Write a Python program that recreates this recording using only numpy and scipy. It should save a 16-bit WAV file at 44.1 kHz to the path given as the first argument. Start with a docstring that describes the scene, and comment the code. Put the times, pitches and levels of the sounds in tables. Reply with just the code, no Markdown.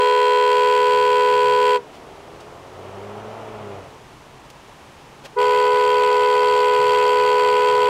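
"""A two-note car horn blares, heard from a camera inside a car in city traffic; later it blares again.
Its two notes beat against each other, and every swell sets the camera's housing buzzing.
Between the blasts the engine revs up and drops back over the rush of the tyres,
and the cabin's trim gives a few dry ticks."""
import sys
import numpy as np
from scipy.fft import rfft, irfft, next_fast_len
from scipy.io import wavfile
from scipy.ndimage import uniform_filter1d, map_coordinates

SR = 44100
rng = np.random.default_rng(int(sys.argv[2]) if len(sys.argv) > 2 else 0)


def dump_mix(stems):
    """Bounce the given channels to the path in sys.argv[1] as a 16-bit WAV at rate SR."""
    frames = np.atleast_2d(stems).T  # one column per channel
    limited = np.clip(frames, -1, 1)  # hard clip at full scale
    pcm = np.round(limited * 32767).astype(np.int16)
    wavfile.write(sys.argv[1], SR, pcm)


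N = 347928

# the low note starts uneven, with extra tones between its overtones, then steadies
UNEVEN_DB, STEADY_DB, STEADIES_S, STEADYING_S = -20, -30, .7, 0.11
# the housing works loose once: when, how quickly, and its looseness before that (0-1)
LOOSENS_S, LOOSENING_S, TIGHT = 0.49, 0.05, 0.094
# overtones of the low note (first blast, second blast) and the high note: multiple of the note, level/dB
LOW_MELLOW = [(1, 0), (2, -16), (3, -26), (4, -24.5), (5, -27), (6, -18)]
LOW_BRIGHT = [(1, -0.5), (2, -14.5), (3, -19), (4, -42), (5, -21.5), (6, -23)]
HIGH_OVERTONES = [(1, 0.5), (2, 2.5), (3, -9.5), (4, -19.5), (5, -32)]
# moments when the buzz gets louder: t/s, length/s, added level/dB
BUZZ_FLARES = [(1.69, 0.05, 2.5), (6.95, 0.18, 1)]
# horn blasts: press t/s, release t/s, low f/Hz, high f/Hz, low level/dB, high level/dB,
# starting buzz level/dB, buzz growth/(dB/s), housing looseness (0-1)
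BLASTS = [(-.2, 1.762, 419.7, 496.2, -22, -21.5, -28.5, -0.97, .19),
          (5.355, 8.2, 420.1, 495.8, -21, -22, -32.5, .55, .42)]
def horn(mixing=0.9, low_cut_hz=400, high_cut_hz=1150):
    """Two trumpets, loud enough to shake the housing; sum and difference tones of their notes sound with them."""
    t = clock()
    uneven = amp(UNEVEN_DB + (STEADY_DB - UNEVEN_DB) * step(STEADIES_S, STEADYING_S))
    lows, highs, shake, buzz_db, loose = np.zeros((5, N))
    for blast, low_overtones in zip(BLASTS, (LOW_MELLOW, LOW_BRIGHT)):
        press, release, low_hz, high_hz, low_db, high_db, start_db, growth, looseness = blast
        low, low_swing = trumpet(press, release, low_hz, low_overtones, uneven)
        high, high_swing = trumpet(press, release, high_hz, HIGH_OVERTONES)
        lows += np.sqrt(2) * amp(low_db) * low
        highs += np.sqrt(2) * amp(high_db) * high
        shake += low_swing + high_swing
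        buzz_db = np.where(t >= press, start_db + growth * (t - press), buzz_db)
        loose = np.where(t >= press, looseness, loose)
    loose = TIGHT + (loose - TIGHT) * step(LOOSENS_S, LOOSENING_S)
    midrange = lambda hz: 1 / (1 + (low_cut_hz / (hz + 1)) ** 4) / (1 + (hz / high_cut_hz) ** 4)
    mixed_tones = filtered(2 * lows * highs, midrange)
    return lows + highs + mixing * mixed_tones + buzz(shake, buzz_db + swells(BUZZ_FLARES), loose)


def trumpet(press, release, note_hz, overtones, uneven=0,
            rise_s=0.017, fade_s=0.14, sag=.035, settle_s=0.02154, waver=.0005):
    """A thin disc swings in a pipe, a little flat as it starts and stops. Gives its sound and swing."""
    held, after = np.maximum(clock() - press, 0), np.maximum(clock() - release, 0)
    swing = (1 - np.exp(-(held / rise_s) ** 2)) * amp(-60 * after / fade_s)
    flat = sag * (np.exp(-held / settle_s) + 1 - np.exp(-after / settle_s))
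    phase = turning(note_hz * (1 - flat + waver * wobble(25) + .0005 * wobble(160)))
    # the coiled pipe delays each overtone differently
    sound = sum(amp(db) * swing ** np.sqrt(k) * np.sin(k * phase + np.pi / 2 * (k - 1) ** 2)
                for k, db in overtones)
    # an uneven swing adds tones halfway between the overtones
    between = uneven * swing * (np.sin(1.5 * phase) + np.sin(2.5 * phase))
    return sound + between, swing * np.sin(phase) + 0.41 * between


# pitches the housing rings at: f/Hz, width/Hz, boost when tight/dB, boost when loose/dB
HOUSING_RINGS = [(1977, 91, 19, 6), (3206, 120, 13.5, 10), (4155, 270, 11, 4), (4582, 213, 7, 13),
                 (11660, 730, 2, 5.5)]
def buzz(shake, level_db, loose, gap=.9, slop_s=0.00023, creep=.04, scatter=0.5):
    """The housing taps once a cycle, but only while the two notes swell together past its gap."""
    contact = shake - gap * np.exp(creep * loose * wobble(14))  # one note alone swings about 1
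    hits = np.flatnonzero((contact[:-1] < 0) & (contact[1:] >= 0))
    speed = contact[hits + 1] - contact[hits]
    # the looser the housing, the more the taps vary in timing and force
    chance = rng.standard_normal((len(hits), 2))
    when = hits - contact[hits] / speed + slop_s * SR * loose[hits] * chance[:, 0]
    force = unit(speed ** 2) * np.exp(scatter * loose[hits] * chance[:, 1])
    # a tap falls between samples, so it is drawn as a tiny pulse over 16 of them
    near = np.floor(when).astype(int)[:, None] + np.arange(-7, 9)
    offset = near - when[:, None]
    pulse = force[:, None] * np.sinc(offset) * np.cos(np.pi * offset / 16) ** 2
    taps = np.bincount(np.clip(near, 0, N - 1).ravel(), pulse.ravel(), N)
    # the faces also scrape while they touch
    taps += loose ** 2 * np.maximum(contact, 0) * rng.standard_normal(N)
    # other rings take over as the housing works loose
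    tight = housing(taps, [(hz, width, db) for hz, width, db, _ in HOUSING_RINGS])
    slack = housing(taps, [(hz, width, db) for hz, width, _, db in HOUSING_RINGS])
    slack_share = np.clip((loose - TIGHT) / 0.15, 0, 1)
    return amp(level_db) * unit(housing_echoes(tight + slack_share * (slack - tight)))


# the housing's overall tone: f/Hz, level/dB
HOUSING_TONE = [(80, -62.5), (450, 0), (900, 5), (1130, -0.5), (1600, -6), (2000, -5.5), (2600, 1),
                (3100, -3.5), (3650, -10.5), (5000, -15.5), (6300, -24.5), (7500, -14), (10200, -31.5),
                (12000, -29), (15500, -40.5)]
def housing(taps, rings):
    """The housing gives the taps its own tone, boosted at the pitches where it rings."""
    boost = lambda hz: sum(db / (1 + (2 * (hz - centre) / width) ** 2) for centre, width, db in rings)
    return unit(filtered(taps, lambda hz: amp(along(HOUSING_TONE, hz) + boost(hz))))


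# round trips of a tap inside the housing: t/s
ROUND_TRIPS = [.00029, .00047, .00079, .00117]
def housing_echoes(taps, echo=0.64, lag_s=.005):
    """Echoes in the housing smear each tap over a few milliseconds without changing its tone."""
    size = next_fast_len(N + SR // 2)
    delay = lambda s: np.exp(-2j * np.pi * np.fft.rfftfreq(size, 1 / SR) * s)
    smear = np.prod([(delay(s) - echo) / (1 - echo * delay(s)) for s in ROUND_TRIPS], axis=0)
    return irfft(rfft(taps, size) * smear * delay(lag_s), size)[:N]


# the roar with the pedal up at the reference firing rate, and its gain each time that rate doubles
COAST_DB, REFERENCE_HZ, DB_PER_OCTAVE = -57, 106.4, 5.5
# how often the engine fires: t/s, f/Hz
FIRING_RATE = [(0, 53.3), (.5, 55.9), (.85, 63.1), (1.3, 63.4), (1.96, 74.66), (2.45, 85.15), (2.94, 98.74),
               (3.45, 111.6), (3.87, 93.2), (4.1, 75.2), (6, 72.8), (7.89, 79.4)]
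# engine tones: multiple of the firing rate, level/dB compared with the roar (before any boom)
ENGINE_TONES = [(1, -20), (2, -19), (3, -22), (3.5, -27), (4, -11.5), (5, -12.5), (6, -11), (7, -29)]
# pitches at which the cabin and air intake boom: f/Hz, half width/Hz, boost/dB
BOOMS = [(98.7, 15.6, 13), (132, 6.9, 15), (208.4, 13.4, 11.5), (412, 26, 8.5)]
# tone of the air rushing into the engine: f/Hz, level/dB
ROAR_TONE = [(120, -35), (200, -14), (330, -9.5), (410, -0.5), (470, -6), (620, -1), (950, -7.5),
             (1310, -10.5), (1560, -18), (3050, -23), (3750, -33), (9000, -55)]
def engine(inertia_s=0.17, throb=0.15, rough_db=0.26, rough_phase=0.08, surge_db=-0.4):
    """Firing tones and an intake roar that pulses with them; both grow with speed and throttle."""
    # the engine's inertia rounds off changes of speed
    firing_hz = uniform_filter1d(np.interp(clock(), *np.transpose(FIRING_RATE)), int(inertia_s * SR))
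    speed_db = DB_PER_OCTAVE * np.log2(firing_hz / REFERENCE_HZ)
    roar_db = COAST_DB + speed_db + throttle() + surge_db * wobble(6.5)
    phase = turning(firing_hz * (1 + 0.0027 * wobble(20)))
    tones = np.zeros(N)
    for k, db in ENGINE_TONES:
        boom_db = sum(boost / (1 + ((k * firing_hz - hz) / width) ** 2) for hz, width, boost in BOOMS)
        # no two firings are alike, which roughens the higher tones most
        level = amp(roar_db + db + boom_db + rough_db * k * wobble(30))
        tones += level * np.sin(k * phase + rough_phase * k * wobble(30))
    roar = amp(roar_db) * unit(noise(ROAR_TONE) * (1 + throb * np.sin(phase)))
    return np.sqrt(2) * tones + roar


# pushes on the pedal: down t/s, up t/s, added level/dB
PEDAL_PUSHES = [(.6, 3.805, 14), (2.72, 3.75, 6), (6.7, 8.2, 15.5)]
def throttle(push_s=0.098, lift_s=.19):
    """Extra dB from the pedal: each push rises, holds and falls away; overlapping pushes add up."""
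    t = clock()
    return sum(db * (1 - np.exp(-np.maximum(t - down, 0) / push_s))
               * np.exp(-np.maximum(t - up, 0) / lift_s) for down, up, db in PEDAL_PUSHES)


# the car pulls away: when, time to gather speed, and its speed before as a share of cruising
PULL_AWAY_S, GATHER_S, CRAWL = 0.37, 1.0, 0.58
RUSH_DB, RUMBLE_DB, DRONE_DB = -45, -57.5, -53.5  # at cruising speed
# tone of the tyres' rush: f/Hz, level/dB
TYRE_TONE = [(30, -31), (70, -13), (134, -11.5), (200, -11), (400, -8.5), (600, -11.5), (950, -8),
             (1470, -17), (2000, -18.5), (3000, -20), (4200, -25.5), (6400, -28.5), (11000, -37),
             (15500, -46)]
# bumps in the road: t/s, length/s, level/dB
BUMPS = [(0.674, 0.12, -53.5), (6.8, 0.062, -52)]
def road(drone_power=5, rumble_power=3.9, thump_share=.4):
    """The tyres rush and drone and the body rumbles, all louder as the car speeds up; bumps thump."""
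    speed = 1 - (1 - CRAWL) * np.exp(-np.maximum(clock() - PULL_AWAY_S, 0) / GATHER_S)
    jolt = swells([(s, length, amp(db)) for s, length, db in BUMPS])
    rush = speed * amp(RUSH_DB + 0.23 * wobble(7)) * noise(TYRE_TONE)
    rumble = (speed ** rumble_power * amp(RUMBLE_DB) + thump_share * jolt) * band(43, q=0.72)
    drone = (speed ** drone_power * amp(DRONE_DB) + jolt) * band(132.4, q=3.8)
    return rush + rumble + drone


# ticks of the trim: t/s, level/dB, rise/s, time to fade 60 dB/s, f/Hz, thud level/dB against the tick
TRIM_TICKS = [(1.955, -49.5, 0.025, 0.24, 2400, -20), (2.407, -47, 0.0036, 0.062, 3600, -16),
              (4.502, -43.5, 0.0018, 0.049, 3900, -19), (5.258, -37, 0.01, 0.061, 2550, 2)]
def trim(thud_hz=550):
    """The cabin's trim gives short dry ticks and scuffs, each with a dull thud of the panel."""
    out = np.zeros(N)
    for s, db, rise_s, fade_s, centre_hz, thud_db in TRIM_TICKS:
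        t = clock() - s
        shape = np.exp(np.minimum(t, 0) / rise_s) * amp(-60 * np.maximum(t, 0) / fade_s)
        tick = band(centre_hz, q=.7)
        thud = amp(thud_db) * band(thud_hz, q=0.66)
        out += amp(db) * shape * (tick + thud)
    return out


def amp(db):
    """Turn decibels into a multiplier."""
    return 10 ** (np.asarray(db) / 20)


def unit(x):
    """Scale to an average (rms) level of 1."""
    return x / np.sqrt(np.mean(x ** 2) + 1e-20)


def clock():
    """Time of each sample in seconds."""
    return np.arange(N) / SR


def step(s, width):
    """A smooth change from 0 to 1 around a moment."""
    return .5 + .5 * np.tanh((clock() - s) / width)


def swells(rows):
    """Brief bell-shaped swells added up, each (t/s, length/s, height)."""
    return sum(height * np.exp(-((clock() - s) / length) ** 2) for s, length, height in rows)


def wobble(rate):
    """A smooth random curve through rate points a second."""
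    return map_coordinates(rng.standard_normal(int(N * rate / SR) + 4), [np.arange(N) * rate / SR])


def turning(hz):
    """Phase of a changing frequency."""
    return 2 * np.pi * np.cumsum(hz) / SR


def along(points, hz):
    """Read between (f/Hz, value) points on a pitch scale."""
    f, v = np.transpose(points)
    return np.interp(np.log(hz + 1), np.log(f + 1), v)


def filtered(x, gain):
    """Scale each frequency of x by gain(hz), ringing only after a sound, never before it."""
    size = 2 * next_fast_len(N // 2 + SR // 4)
    cepstrum = irfft(np.log(np.maximum(gain(np.fft.rfftfreq(size, 1 / SR)), 1e-6)))
    cepstrum[1:size // 2] *= 2
    cepstrum[size // 2 + 1:] = 0
    return irfft(rfft(x, size) * np.exp(rfft(cepstrum)), size)[:N]


def noise(tone):
    """Noise of level 1, shaped by (f/Hz, level/dB) points."""
    return unit(filtered(rng.standard_normal(N), lambda hz: amp(along(tone, hz))))


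def band(centre_hz, q):
    """Noise of level 1 around one pitch; a higher q makes it narrower."""
    gain = lambda hz: 1 / (1 + (q * ((hz + 1) / centre_hz - centre_hz / (hz + 1))) ** 2)
    return unit(filtered(rng.standard_normal(N), gain))


def scene():
    """All the sounds meet at one microphone."""
    return (horn() + engine() + road() + trim())[None]


def record(dry, top_hz=15750):
    """The camera cuts off the very highest treble."""
    size = next_fast_len(N + SR // 2)
    return irfft(rfft(dry, size) * (np.fft.rfftfreq(size, 1 / SR) < top_hz), size)[..., :N]


dry = scene()
out = record(dry)
dump_mix(out)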